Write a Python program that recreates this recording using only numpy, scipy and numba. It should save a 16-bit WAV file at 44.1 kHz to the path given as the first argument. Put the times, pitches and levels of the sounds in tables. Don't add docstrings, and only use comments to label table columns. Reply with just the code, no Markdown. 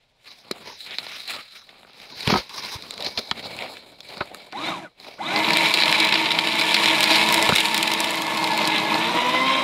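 import sys
import numpy as np
from scipy import signal
from scipy.fft import rfft, irfft
from scipy.io import wavfile
from scipy.ndimage import uniform_filter1d, minimum_filter1d
from numba import njit

SR = 44100
rng = np.random.default_rng(int(sys.argv[2]) if len(sys.argv) > 2 else 0)


def to_wav(s):
    ch = np.atleast_2d(s).T
    pcm = np.round(np.clip(ch, -1, 1) * 32767)
    wavfile.write(sys.argv[1], SR, pcm.astype(np.int16))


N = 424683
T = np.arange(N) / SR

PAPER_BANDS = [(50, 350), (350, 1500), (1500, 3000), (3000, 5500), (5500, 15500)]
# frequency in Hz, relative density in dB per Hz.
SHEET_SPECTRUM = [(29, -63), (55, -8), (90, -4.5), (213, 2.5), (341, -0.5), (399, 1), (758, 3.5),
                  (1010, -2), (1500, -8.5), (1950, -33), (3300, -120)]
# frequency in Hz, relative density in dB per Hz.
STRIP_SPECTRUM = [(820, -45.5), (1400, -14.5), (1580, -22.5), (1710, -17), (1890, -17), (2270, -10),
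                  (2860, -13.5), (3300, -6.5), (4030, 9), (4830, -2.5), (5230, -7), (6200, -18),
                  (7070, -11.5), (8820, -14), (11800, -17), (12800, -23), (15500, -20.5)]
# frequency in Hz, relative density in dB per Hz.
FLOOR_SPECTRUM = [(15, -41), (25, 14), (49, -10), (119, -3), (359, -15), (582, -6), (1530, -19),
                  (4260, -15), (15500, -64)]
FLOOR_DB = -67

# loudest moment in seconds, rise and fall in seconds per 20 dB,
# swish level in dB, body in dB relative to swish, crinkle in dB relative to swish.
STROKES = [(0.0, .05, 0.43, -67, -22, 1), (.28, 0.086, 0.31, -45.5, -13, -2.5),
           (.53, 0.045, 0.13, -67, 3, -3), (.68, 0.26, 0.11, -40.5, -2, 1.5),
           (.81, 0.1, 1, -37.5, -40, -11.5), (0.918, 0.083, 0.061, -41.5, 0, 11),
           (1.0, 0.013, 0.14, -43, -5, -15), (1.12, 0.24, 0.19, -39, -8.5, 5),
           (1.23, 0.24, 0.094, -38.5, -59, -16), (1.295, 0.047, 0.18, -30, -18.5, -1.5),
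           (1.389, 0.15, 0.049, -58, 15, 19), (1.56, 0.077, 0.084, -42.5, -19, -3),
           (1.752, 0.43, 0.9, -56.5, -1.5, 1.5), (2.01, 0.091, 0.33, -44, -7, -0.5),
           (2.13, 0.11, 0.35, -48, 1, -19), (2.23, 0.089, 0.26, -31.5, -12, -0.5),
           (2.33, 0.041, 0.058, -11, 0, 1), (2.57, 0.09, 0.2, -35, -9, -7),
           (2.65, 0.26, 0.2, -35.5, -9, -0.5), (2.75, 0.12, 0.034, -30, -13, -7.5),
           (2.84, 0.3, 0.53, -43.5, -2, -6), (3.061, 0.11, 0.091, -33.5, -2, -1.5),
           (3.189, 0.017, 0.02, -23, -4, -12), (3.302, 0.86, 0.058, -40.5, -6.5, -6),
           (3.39, 0.088, 0.15, -40.5, -0.5, 2.5), (3.45, 0.074, 0.72, -39, -1, -2.5),
           (3.618, 0.12, 0.1, -39, 3.5, 7.5), (3.72, 0.15, 0.11, -43, -6, -10),
           (4.09, 0.091, 0.44, -40.5, -4, -1), (4.268, 0.32, 0.019, -54, 6, -21),
           (4.32, 0.067, 0.048, -53.5, 12, 7), (4.36, 0.064, 0.55, -47.5, -4, -0.5),
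           (5.01, 0.037, 0.2, -44, -9, -7), (5.07, 0.077, 0.18, -45.5, 1, 3)]
# time in seconds, pitch of the airy swish in Hz, pitch of the
# hollow ring in Hz, air in dB relative to the swish, hollow in dB relative to the body.
BENDS = [(0.2, 4400, 770, -50, 4), (0.28, 4440, 1190, -3, -5), (0.43, 4940, 916, -1, -3),
         (0.46, 4420, 595, -4, -29.5), (0.56, 4530, 610, -8.5, -12), (0.59, 4500, 890, -6, -7),
         (0.72, 5000, 840, 1.5, 4), (0.85, 4700, 1020, -8.5, -17), (1.15, 5020, 1230, -2.5, -14),
         (1.35, 4260, 1320, -10, -11), (1.62, 5040, 1430, -4, 0), (1.66, 4530, 800, -6, -19),
         (1.78, 4640, 700, -7, -8), (1.9, 4670, 810, -4, -14), (2.07, 4830, 680, -3, -3),
         (2.12, 4620, 900, 0, -4), (2.27, 4630, 1010, 0.5, 3.5), (2.35, 4600, 795, 2, -6),
         (2.5, 4870, 980, -0.5, 3.5), (2.58, 4900, 1030, 0, 1), (2.75, 5060, 950, -3.5, 1.5),
         (2.8, 4730, 895, -3.5, -6.5), (3.11, 4670, 664, -1.5, -11), (3.16, 4900, 970, -1, 4),
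         (3.32, 4700, 613, -4.5, -16), (3.7, 4330, 614, -6, -21), (3.77, 4700, 880, -19, -4),
         (3.88, 4780, 770, -7, -10), (4.23, 4220, 1300, -4, -27), (4.31, 4500, 570, -12.5, -6),
         (4.79, 4550, 1010, -15, -16), (5.15, 4860, 600, -1, -8)]
# frequency in Hz, width in Hz, gain in dB.
FREE_RINGS = [(1190, 180, 1)]
SLOT_RINGS = [(583, 12, 1.4), (2270, 46, 0.95)]
# start in seconds, peak in dB before the lean, pitch in Hz that sets the lean,
# sheen in dB relative to the peak, decay to -60 dB in seconds (held to 0.003-0.06).
CRACKS = [(0.326, -44, 3940, -8, 0.012), (0.5124, -11.5, 3930, -7, 0.014), (0.9078, -21, 3760, -28, 0.014),
          (0.9848, -7, 3700, -24, 0.0053), (1.066, -25, 4290, -26, 0.021), (1.0999, -37, 2060, -21, 0.014),
          (1.277, -22, 3790, -7, 0.02), (1.6735, -50, 3300, -20, 0.005), (1.6906, -29.5, 2080, -19, 0.019),
          (1.813, -50, 4360, -1, 0.004), (1.906, -39, 3500, -13, 0.005), (1.949, -44.5, 2980, -15, 0.007),
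          (1.8313, -36, 2090, -25, 0.0089), (1.9325, -37, 4200, -8, 0.004), (2.0004, -28, 2100, -13, 0.015),
          (2.206, -19, 4030, -9, 0.011), (2.23, -21, 3490, -24, 0.015), (2.2751, -5.5, 2190, -11, 0.014),
          (2.494, -26.5, 4230, -6, 0.0088), (2.562, -30, 4270, 3, 0.01), (2.649, -16, 4040, -18, 0.011),
          (2.7614, -28, 3950, -12, 0.014), (2.823, -23.5, 4200, -11, 0.0093),
          (2.908, -13, 4550, -6.5, 0.0037), (2.88, -32, 4000, -14, 0.008), (2.922, -29, 4000, -10, 0.008),
          (2.9392, -23, 4290, -10, 0.013), (2.9786, -18, 3600, -11, 0.009),
          (3.005, -18.5, 3970, -16, 0.027), (3.024, -16, 4000, -12, 0.014), (3.046, -17, 4440, -11, 0.018),
          (3.0636, -12, 4350, -20, 0.049), (3.1748, -11, 3900, -21, 0.072),
          (3.312, -2.5, 3070, -23, 0.0095), (3.441, -31, 4060, -20, 0.016), (3.5658, -33, 2540, 4, 0.014),
          (3.589, -17, 2340, -20, 0.0094), (3.6217, -19, 2280, -29, 0.014), (3.7686, -24, 2300, -19, 0.016),
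          (3.919, -45, 4100, -1, 0.01), (4.005, -25, 3990, -14, 0.0081), (4.088, -28, 4100, -14, 0.01),
          (4.1704, -26.5, 4250, -17, 0.014), (4.179, -28, 4200, -6, 0.01), (4.2086, -19, 2260, -23, 0.018),
          (4.112, -43, 4700, -12, 0.04), (4.2582, -40, 3880, 5, 0.0056), (4.346, -25.5, 2350, 1, 0.0082),
          (4.42, -57, 4000, 2, 0.006), (4.487, -54, 4000, -5, 0.005), (4.515, -37.5, 3610, -19, 0.024),
          (4.524, -21.5, 2900, -19, 0.019), (4.72, -24, 1930, -27.5, 0.014), (5.0, -30, 4050, -9, 0.0059),
          (5.361, -5.5, 3500, -34, 0.013), (5.45, -11, 2130, -24, 0.014), (5.5056, -4, 2050, -13, 0.014),
          (5.5328, -6.5, 3780, -14, 0.036), (5.5713, 3, 2280, -6.5, 0.0033), (5.645, -10, 2320, -21, 0.032),
          (5.739, 11, 3700, -13, 0.039), (5.773, -2.5, 2290, -17, 0.012), (5.822, 0, 2410, -22, 0.011),
          (5.835, 4, 3340, -29, 0.0099), (5.861, -14, 3300, -10, 0.008), (5.88, -3, 2430, -18, 0.013),
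          (5.915, -10, 3900, -5, 0.011), (5.9262, 0.5, 2360, -12, 0.0078), (6.0007, -5.5, 4030, -10, 0.029),
          (6.048, -10, 4000, -6, 0.012), (6.0883, -6, 2360, -18, 0.011), (6.124, 1, 2500, -27, 0.022),
          (6.14, -5, 3700, -24, 0.014), (6.155, -4.5, 2450, -26, 0.032), (6.257, -6.5, 2800, -26, 0.078),
          (6.305, -7, 2310, -19, 0.043), (6.317, -8, 3300, -14, 0.015), (6.3877, 1, 2750, -21, 0.025),
          (6.4477, -21, 2270, -22, 0.01), (6.5305, -15, 4080, -11, 0.011), (6.612, -2.5, 3300, -15, 0.012),
          (6.6887, -15, 2140, -16, 0.011), (6.766, -3, 2310, -14, 0.01), (6.7984, -11, 2370, -14, 0.01),
          (6.885, -7, 3800, -12, 0.0091), (6.903, -12, 2300, -17, 0.01), (6.9501, -16, 2260, -12, 0.01),
          (7.0918, -9, 2560, -14, 0.008), (7.1097, -7, 2560, -5, 0.012), (7.132, -5, 3500, -14, 0.012),
          (7.1835, -10, 3420, -12, 0.01), (6.4719, -3.5, 2640, -20, 0.018), (6.555, -10, 2390, -10, 0.012),
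          (6.595, -8.5, 4090, -11, 0.043), (6.743, 4.5, 2920, -14, 0.026), (6.8306, -14, 2220, -19, 0.014),
          (6.8581, 3, 2490, -16, 0.0075), (7.0061, -2.5, 3240, -5.5, 0.01), (7.0306, -3.5, 4000, -3, 0.01),
          (7.04, -1.5, 4050, -8, 0.0088), (7.1588, -5, 3360, -8, 0.014), (7.2886, -5, 2330, -6, 0.011),
          (7.325, -14, 2240, 8.5, 0.0075), (7.3424, -6, 3370, -0.5, 0.013), (7.426, -7, 2300, 1.5, 0.012),
          (7.4906, -1, 1680, -7, 0.03), (7.533, -8, 3300, -19, 0.012), (7.553, -3, 2600, -8, 0.034),
          (7.5593, 4.5, 2590, -9, 0.023), (7.5697, -3, 3550, -8, 0.019), (7.582, -1, 2900, -14, 0.044),
          (7.6037, -5.5, 2160, -8, 0.033), (7.655, -4, 3560, -10, 0.017), (7.7445, -3.5, 3260, -7, 0.018),
          (7.778, -14.5, 2260, 7.5, 0.01), (7.828, -8, 2310, 0, 0.017), (7.877, -8.5, 2180, -5, 0.013),
          (7.9173, -7.5, 3030, -8, 0.012), (7.9365, -4, 4020, -1.5, 0.0097), (8.0038, -9.5, 3840, 2, 0.016),
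          (8.0423, -8.5, 2480, -8.5, 0.029), (8.107, -21, 3900, 7, 0.0066), (8.1157, -15, 2750, -8, 0.014),
          (8.156, -18, 3800, -3, 0.011), (8.22, -15.5, 2310, 0, 0.013), (8.3, -28, 3900, 2, 0.008),
          (8.3724, -12, 3810, -6.5, 0.036), (8.4416, -7.5, 3820, -9, 0.014), (8.4734, -14, 2150, -5, 0.019),
          (8.5764, -12, 2190, -1.5, 0.01), (8.653, -7, 3730, -12, 0.0088),
          (8.6742, -9.5, 2150, -3.5, 0.025), (8.761, -10, 2160, -15, 0.016), (8.782, -11, 3900, -11, 0.01),
          (8.9424, -9.5, 4100, -28, 0.012), (9.095, -23, 4000, -15, 0.0088),
          (9.294, -16.5, 4000, -11, 0.011)]
# start in seconds, body peak in dB, thump peak in dB (both before
# the lid knock), decay to -60 dB in seconds (held to 0.003-0.06).
SLAPS = [(0.51, -25.5, -19.5, 0.014), (1.0663, -33, -55, 0.017), (1.727, -46, -55, 0.022),
         (1.754, -52, -55, 0.012), (1.831, -45, -55, 0.01), (1.848, -43, -53, 0.011),
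         (1.876, -49, -57, 0.02), (1.896, -49, -53, 0.01), (2.2736, -24, -17, 0.073),
         (2.298, -20, -26, 0.026), (2.303, -11.5, -13, 0.018), (2.356, -7.5, -10, 0.03),
         (2.324, -7, 9, 0.03), (2.3374, 0.5, -12, 0.028), (2.346, -17, -2, 0.026), (2.758, -41, -48, 0.054),
         (3.0655, -33, -29, 0.032), (3.1757, -28, -36, 0.077), (3.3141, -19, -27, 0.0049),
         (3.44, -36, -55, 0.04), (4.169, -34, -37, 0.022), (4.2063, -21.5, -25, 0.055),
         (4.346, -34, -49, 0.017), (4.7182, -27.5, -37, 0.027), (4.53, -32.5, -50, 0.027),
         (7.4903, -9.5, -12.5, 0.039), (7.522, -13, -14, 0.011)]
# centre in seconds, strength in dB, pitch in Hz.
PUFFS = [(2.17, -47, 105), (2.279, -17.5, 115), (2.308, -30, 95), (2.335, -33, 84.5), (2.378, -39, 60),
         (2.761, -29.5, 101), (3.18, -39, 80), (3.316, -42, 80), (4.213, -35, 101), (7.495, -26, 90)]

# shaft starts, gears engage, switched off, spin-up time constant, all in seconds.
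RUNS = [(4.47, 4.518, 4.69, .145), (5.155, 5.178, 10, .1)]
# time in seconds, full speed in shaft turns per second.
LOAD_SPEED = [(5.3, 238), (5.55, 228), (5.7, 213), (6.0, 215), (6.36, 222), (6.6, 218.5), (6.84, 220.5),
              (7.02, 211), (7.32, 220), (7.56, 216), (7.7, 219), (8.1, 219), (8.4, 215), (8.9, 211.5),
              (9.0, 219), (9.15, 238), (9.3, 250), (9.48, 264.5), (9.63, 267)]
# time in seconds, gain in dB at the loaded speed and above.
MOTOR_LEVEL = [(4.53, -26.5), (4.6, -24.5), (4.68, -22), (5.19, -23), (5.25, -22.5), (5.3, -22.5),
               (5.45, -21.5), (5.8, -22.5), (6.43, -26), (6.96, -21.5), (7.45, -20.5), (7.6, -27),
               (7.72, -25), (8.28, -25), (8.41, -22.5), (9.01, -21.5), (9.17, -22), (9.63, -23)]
# multiple of shaft rate, relative level in dB at the loaded speed,
# rise in dB per octave above that speed, rise in dB per octave below it (down to 1.1 octaves).
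WHINE_LINES = [(.75, -14, 18, -20), (0.999, -6, 29, -8), (1.491, -4, -18, -22), (2.01, -5.5, 27, 1),
               (3, -11.5, -2, -3), (4, -3, 34, -8), (4.25, -2, -42, -33), (4.995, -11, 15, -14),
               (7.98, 1, 12, 7), (9.94, 1, -13, -19), (11.96, 4, 16, -14), (14.3, -8, 16, -10),
               (20.2, -10, 14, 18), (23.3, -12, 0, 14), (30.8, -19, 10, 22), (35.5, -26, 5, -10),
               (40.3, -25, 12, -10), (44.5, -31, 5, -10)]
# frequency in Hz, basic width in Hz (broader for the whine),
# gain in dB (upper modes also change with speed).
HOUSING_MODES = [(183, 30, -15.5), (201, 115, -6.5), (316, 42, -1.5), (497, 19, -12), (642, 120, 2),
                 (811, 51, -3), (950, 49, 4), (1058, 35, -7.5), (1690, 30, -6), (2025, 7.9, 7),
                 (2062, 17, 2.5), (2850, 68, -21), (3780, 120, -27), (4220, 110, -31), (5060, 150, -54),
                 (6900, 310, -16), (8500, 270, -9), (9700, 250, -9), (10340, 540, -9), (11800, 1600, -7)]
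# frequency in Hz, width in Hz of each of two passes, gain in dB.
SWEPT_MODES = [(320, 90, 14), (620, 120, 4), (800, 190, 19), (1450, 110, 14), (2250, 300, 2),
               (3800, 450, 19)]

# time in seconds, crinkle in dB at the loaded speed and above,
# sheen in dB relative to crinkle.
CUTTING = [(5.3, -27, -40), (5.47, -25, -36), (5.6, -21.5, -17.5), (5.89, -20.5, -17), (6.31, -26.5, -22.5),
           (6.52, -25, -17), (6.72, -21, -15), (7.23, -19.5, -15), (7.63, -24, -11), (7.82, -24.5, -15.5),
           (8.16, -29.5, -13.5), (8.39, -30, -17), (8.64, -24.5, -22), (8.8, -25.5, -30), (9.2, -25.5, -46),
           (9.63, -24, -46)]
# frequency in Hz, width in Hz (narrowed to 0.77 of it),
# prominence in dB (a quarter of its distance below the strongest is heard).
DISC_RINGS = [(7080, 170, -6), (8540, 150, -4), (9500, 290, 4), (10300, 280, -6), (11450, 270, 0)]
# frequency in Hz, width in Hz, gain in dB at full length.
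FED_RINGS = [(2300, 130, 0.5), (4020, 76, 1.3)]

STROKE_FADE_DB, IN_SLOT_S = 20, 3
FLAP_DB, FLAP_FOLLOWS, SHEEN_DB, SHEEN_FOLLOWS = -52, 0.99, -50, 1
AIR_WIDTH_HZ, HOLLOW_WIDTH_HZ = 1570, 316
LARGEST_SLIP = 2.2
CRACK_LEAN_DB, CRACK_BODY_DB, CRACK_THUMP_DB = 8, -20, -38.5
CRINKLE_HZ, SWISH_HZ = 2300, 4000
FEED_START_S, FEED_END_S, FEED_CRACKS = 5.35, 8.8, 260
FEED_CRACK_DB, FEED_SCATTER_DB, FEED_SHEEN_DB, FEED_T60_S = -12, 15, -11.5, 0.0093
FEED_FADE_S, FEED_FADE_DB_PER_S = 7.75, 6
SLAP_CRINKLE_DB = -6
LID_HZ, LID_WIDTH_HZ, LID_DB = 1500, 700, 11
PUFF_CYCLES = 0.62
LOADED_HZ = 217
COAST_S, STOP_S = .175, .21
JITTER, SLOW_JITTER = .004, .016
WHINE_DB, POWERED_SLOW_LOSS_DB, COASTING_DB = -3.5, 3, -10
LOADED_FLUTTER_DB, FREE_FLUTTER_DB = 4.5, 3.5
LINE_BLUR_HZ, SLOW_BLUR = .8, 1
DIRECT_SHARE, SLOW_DIRECT_DB = .25, 18
PORT_HZ, PORT_WIDTH_HZ, PORT_DB = 3850, 500, 3
RATTLE_SPEED_DB, UPPER_DB, UPPER_FREE_DB, TOP_FREE_DB = 6, -9.5, -34, 17
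CUT_SWISH_DB, CUT_SWISH_FOLLOWS, CUT_SPEED_DB = 1, 0.14, 19
FEED_GRAIN_SCATTER_DB, SPENT_SCATTER_DB = 6.5, 0.5
BETWEEN_RINGS_DB, FED_RING_END_S = -4, 7.7
ROOM_T60_S, ROOM_DB = 0.043, -16
LIMIT_DB, LOOK_S, RELEASE_S, TOP_HZ = -10.5, 0.029, 0.0061, 15700


def undb(db):
    return 10 ** (np.asarray(db) / 20)


def level(x, db):
    return x * undb(db) / np.sqrt(np.mean(x ** 2))


def column(table, k):
    rows = np.array(table)
    return np.interp(T, rows[:, 0], rows[:, k])


def colour(x, points):
    hz, db = np.transpose(points)
    size = 2048
    grid = np.maximum(np.arange(size // 2 + 1) * SR / size, 1)
    curve_db = np.interp(np.log(grid), np.log(hz), np.maximum(db, -60))
    cepstrum = irfft(curve_db * np.log(10) / 20)
    cepstrum[1:size // 2] *= 2
    cepstrum[size // 2 + 1:] = 0
    response = irfft(np.exp(rfft(cepstrum))).reshape((1,) * (x.ndim - 1) + (size,))
    return signal.fftconvolve(x, response, axes=-1)[..., :x.shape[-1]]


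def band(x, edges_hz):
    return signal.sosfilt(signal.butter(3, edges_hz, "bandpass", fs=SR, output="sos"), x)


def mode(x, hz, width_hz):
    return signal.lfilter(*signal.iirpeak(hz, hz / width_hz, fs=SR), x)


def ring_bank(x, rings):
    return sum(undb(db) * mode(x, hz, width_hz) for hz, width_hz, db in rings)


@njit
def moving_mode(x, hz, width_hz, sr):
    y, band_state, low_state = np.empty(len(x)), 0., 0.
    for i in range(len(x)):
        g, k = np.tan(np.pi * hz[i] / sr), width_hz / hz[i]
        v = (band_state + g * (x[i] - low_state)) / (1 + g * (g + k))
        band_state = 2 * v - band_state
        low_state += 2 * g * v
        y[i] = k * v
    return y


def walk(rate):
    k = int(SR / rate)
    held = np.repeat(rng.standard_normal(N // k + 1), k)
    return 1.035 * uniform_filter1d(uniform_filter1d(held, k), k)[:N]


def grains(rate, scatter_db, tail_s, smooth):
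    scatter = np.minimum(rng.exponential(size=N), LARGEST_SLIP)
    size = (rng.random(N) < rate / SR) * undb(scatter_db * scatter)
    power = signal.lfilter([1], [1, -np.exp(-1 / (tail_s * SR))], size ** 2)
    power /= uniform_filter1d(power, SR // 4) + 1e-12
    return rng.standard_normal(N) * np.sqrt(smooth + power)


def paper(x):
    low, high = colour(x, SHEET_SPECTRUM), colour(x, STRIP_SPECTRUM)
    return [band(low if edges[1] <= 1500 else high, edges) for edges in PAPER_BANDS]


def floor():
    return level(colour(rng.standard_normal(N), FLOOR_SPECTRUM), FLOOR_DB)


def rustle():
    power = np.zeros((5, N))
    for s, rise, fall, db, body_db, crinkle_db in STROKES:
        near = slice(max(int((s - 3 * rise) * SR), 0), int((s + 3 * fall) * SR))
        fade_db = -STROKE_FADE_DB * np.maximum((s - T[near]) / rise, (T[near] - s) / fall)
        swish = db + fade_db
        body = swish + body_db
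        flap = FLAP_DB + FLAP_FOLLOWS * (body + 45)
        sheen = SHEEN_DB + SHEEN_FOLLOWS * (swish + 40)
        power[:, near] += undb([flap, body, swish + crinkle_db, swish, sheen]) ** 2
    slips = grains(rate=360.0, scatter_db=4.0, tail_s=0.0053, smooth=0.21)
    dry = sum(level(part, 0) * np.sqrt(p) * undb(2.16 * walk(40))
              for part, p in zip(paper(slips), power))
    for k, part, width_hz in ((1, 3, AIR_WIDTH_HZ), (2, 1, HOLLOW_WIDTH_HZ)):
        hz = column(BENDS, k)
        once = moving_mode(slips, hz, float(width_hz), float(SR))
        ring = moving_mode(once, hz, float(width_hz), float(SR))
        ring_db = column(BENDS, k + 2) + 2.0 * walk(30.28)
        dry = dry + level(ring, 0) * np.sqrt(power[part]) * undb(ring_db)
    return dry + np.where(T < IN_SLOT_S, ring_bank(dry, FREE_RINGS), ring_bank(dry, SLOT_RINGS))


def snaps(s, peaks_db, t60):
    t = np.arange(SR // 16) / SR
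    at = (s[:, None] * SR).astype(int) + np.arange(len(t))
    decay = np.exp(-np.log(1000) * t / np.clip(t60[:, None], .003, .06))
    burst = rng.standard_normal((len(s), len(t))) * decay
    burst[:, 0] += 2.5
    out = np.zeros(N + len(t))
    for snap, peak_db in zip(paper(burst), peaks_db):
        peak = np.abs(signal.hilbert(snap)).max(axis=1)
        np.add.at(out, at, snap * (undb(peak_db) / peak)[:, None])
    return out[:N]


def cracks():
    u = rng.random((FEED_CRACKS, 4)).T
    feed_s = FEED_START_S + (FEED_END_S - FEED_START_S) * u[0]
    running_out_db = FEED_FADE_DB_PER_S * np.maximum(feed_s - FEED_FADE_S, 0)
    lesser = [feed_s,
              FEED_CRACK_DB - FEED_SCATTER_DB * u[1] - running_out_db,
              CRINKLE_HZ * (SWISH_HZ / CRINKLE_HZ) ** u[2],
              FEED_SHEEN_DB + 4.4 * (u[3] - .5),
              np.full(FEED_CRACKS, FEED_T60_S)]
    s, db, hz, sheen_db, t60 = np.hstack([np.transpose(CRACKS), lesser])
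    crinkle = db - CRACK_LEAN_DB * np.maximum(np.log2(hz / CRINKLE_HZ), 0)
    swish = db - CRACK_LEAN_DB * np.maximum(np.log2(SWISH_HZ / hz), 0)
    return snaps(s, [db + CRACK_THUMP_DB, db + CRACK_BODY_DB, crinkle, swish, db + sheen_db], t60)


def slaps():
    s, body_db, thump_db, t60 = np.transpose(SLAPS)
    blows = snaps(s, [thump_db, body_db, body_db + SLAP_CRINKLE_DB], t60)
    return blows + undb(LID_DB) * mode(blows, LID_HZ, LID_WIDTH_HZ)


def room(x):
    t = np.arange(SR // 4) / SR
    decay = np.exp(-np.log(1000) * t / ROOM_T60_S) * (t > .003)
    tail = band(rng.standard_normal(len(t)), (100, 6000)) * decay
    return x + undb(ROOM_DB) * signal.fftconvolve(x, tail / np.sqrt(np.sum(tail ** 2)))[:N]


def puffs():
    return sum(undb(db) * np.sin(2 * np.pi * hz * (T - s)) * np.exp(-((T - s) * hz / PUFF_CYCLES) ** 2)
               for s, db, hz in PUFFS)


def spin():
    share, gate = np.full(N, .2), np.zeros(N)
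    for on, engage, off, tau in RUNS:
        up = 1 - np.exp(-np.clip(np.minimum(T, off) - on, 0, None) / tau)
        coast = np.exp(-np.clip(T - off, 0, None) / COAST_S)
        share = np.maximum(share, up * coast)
        gate += np.clip((T - engage) / 0.012, 0, 1) * np.clip((off + STOP_S - T) / 0.054, 0, 1)
    return share * column(LOAD_SPEED, 1), gate


def powered():
    return ~np.any([(T > off) & (T < off + 2 * STOP_S) for _, _, off, _ in RUNS], axis=0)


def wander(width_hz):
    step = 64
    steps = rng.standard_normal(len(T[::step])) * np.sqrt(2 * np.pi * width_hz[::step] * step / SR)
    return np.interp(T, T[::step], np.cumsum(steps))


def motor_whine(turn, octaves):
    slow = np.minimum(octaves, 0)
    flutter_db = np.interp(octaves, (0, .15), (LOADED_FLUTTER_DB, FREE_FLUTTER_DB))
    blur_hz = LINE_BLUR_HZ * (1 - SLOW_BLUR * slow)
    lines = np.zeros(N)
    for k, db, above_db, below_db in WHINE_LINES:
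        speed_db = np.where(octaves > 0, above_db, -below_db) * np.maximum(octaves, -1.1)
        phase = 2 * np.pi * (k * turn + rng.random()) + wander(k * blur_hz)
        lines += undb(db + speed_db + flutter_db * walk(45)) * np.sin(phase)
    swept = sum(undb(db) * mode(mode(lines, hz, w), hz, w) for hz, w, db in SWEPT_MODES)
    swept = np.clip(-3.0 * slow, 0, 1) * swept
    direct = DIRECT_SHARE * (undb(SLOW_DIRECT_DB * slow) * lines + swept)
    port = undb(PORT_DB) * mode(lines, PORT_HZ, PORT_WIDTH_HZ)
    housed = sum(undb(db) * mode(lines, hz, 2.17 * w) for hz, w, db in HOUSING_MODES)
    whine = direct + port + housed
    whine_db = WHINE_DB + np.where(powered(), POWERED_SLOW_LOSS_DB * slow, COASTING_DB)
    return undb(whine_db) * whine / whine[T > FEED_START_S].std()


def gear_rattle(turn, octaves):
    swell = 1 + 0.2 * np.cos(2 * np.pi * 4 * turn)
    knock = grains(rate=830.0, scatter_db=2.0, tail_s=0.00078, smooth=0.28) * swell
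    knock = band(knock, (110, 11800))
    fast = np.maximum(octaves, 0)
    upper_db = UPPER_DB + UPPER_FREE_DB * fast
    soft_db = 8.2 * np.minimum(octaves, 0)
    rattle = np.zeros(N)
    for hz, width_hz, db in HOUSING_MODES:
        mode_db = db + 1.2 * walk(12) + soft_db * max(np.log2(hz / 400), 0)
        if hz > 1500:
            mode_db = mode_db + upper_db
        excitation = knock
        if hz > 5000:
            mode_db = mode_db + TOP_FREE_DB * fast
            excitation = mode(knock, hz, 2 * width_hz)
        rattle += undb(mode_db) * level(mode(excitation, hz, width_hz), -13.0)
    return rattle


def motor():
    shaft_hz, gate = spin()
    jitter = JITTER + SLOW_JITTER * np.maximum(np.log2(LOADED_HZ / shaft_hz), 0)
    shaft_hz = shaft_hz * (1 + jitter * walk(60))
    turn = np.cumsum(shaft_hz) / SR
    octaves = np.log2(shaft_hz / LOADED_HZ)
    motor_db = column(MOTOR_LEVEL, 1) + RATTLE_SPEED_DB * np.minimum(octaves, 0)
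    return gate * undb(motor_db) * (gear_rattle(turn, octaves) + motor_whine(turn, octaves))


def cutters():
    shaft_hz, gate = spin()
    crinkle_db = column(CUTTING, 1) + CUT_SPEED_DB * np.minimum(np.log2(shaft_hz / LOADED_HZ), 0)
    sheen_db = column(CUTTING, 2)
    swish_db = crinkle_db + CUT_SWISH_DB + CUT_SWISH_FOLLOWS * sheen_db
    scatter_db = np.where(T < FEED_END_S, FEED_GRAIN_SCATTER_DB, SPENT_SCATTER_DB)
    tearing = grains(rate=420.0, scatter_db=scatter_db, tail_s=0.0017, smooth=0.6)
    crinkle, swish, sheen = paper(tearing)[2:]
    top_db = max(db for _, _, db in DISC_RINGS)
    discs = sum(undb((db - top_db) / 4) * mode(sheen, hz, 0.77 * w) for hz, w, db in DISC_RINGS)
    sheen = undb(BETWEEN_RINGS_DB) * sheen + discs
    bands = ((crinkle, crinkle_db), (swish, swish_db), (sheen, crinkle_db + sheen_db))
    dry = gate * sum(level(part, 0) * undb(db + 1.4 * walk(25)) for part, db in bands)
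    standing = np.clip((FED_RING_END_S - T) / (FED_RING_END_S - FEED_START_S), 0, 1)
    return dry + standing * ring_bank(dry, FED_RINGS)


def scene():
    handling = rustle() + room(cracks() + slaps()) + puffs()
    return (floor() + handling + motor() + cutters())[None]


def record(dry):
    look = int(LOOK_S * SR)
    loudness = uniform_filter1d(np.abs(dry[0]), 64)
    need = np.minimum(1, undb(LIMIT_DB) / (loudness + 1e-9))
    ahead = minimum_filter1d(need, look, origin=-(look // 2))
    gain = uniform_filter1d(ahead, look, origin=(look - 1) // 2)
    keep = np.exp(-1 / (RELEASE_S * SR))
    recovering = 1 - signal.lfilter([1 - keep], [1, -keep], 1 - gain)
    gain = np.minimum(gain, recovering)
    low_pass = signal.ellip(10, .2, 70, TOP_HZ, fs=SR, output="sos")
    return signal.sosfilt(low_pass, dry * gain)


dry = scene()
out = record(dry)
to_wav(out)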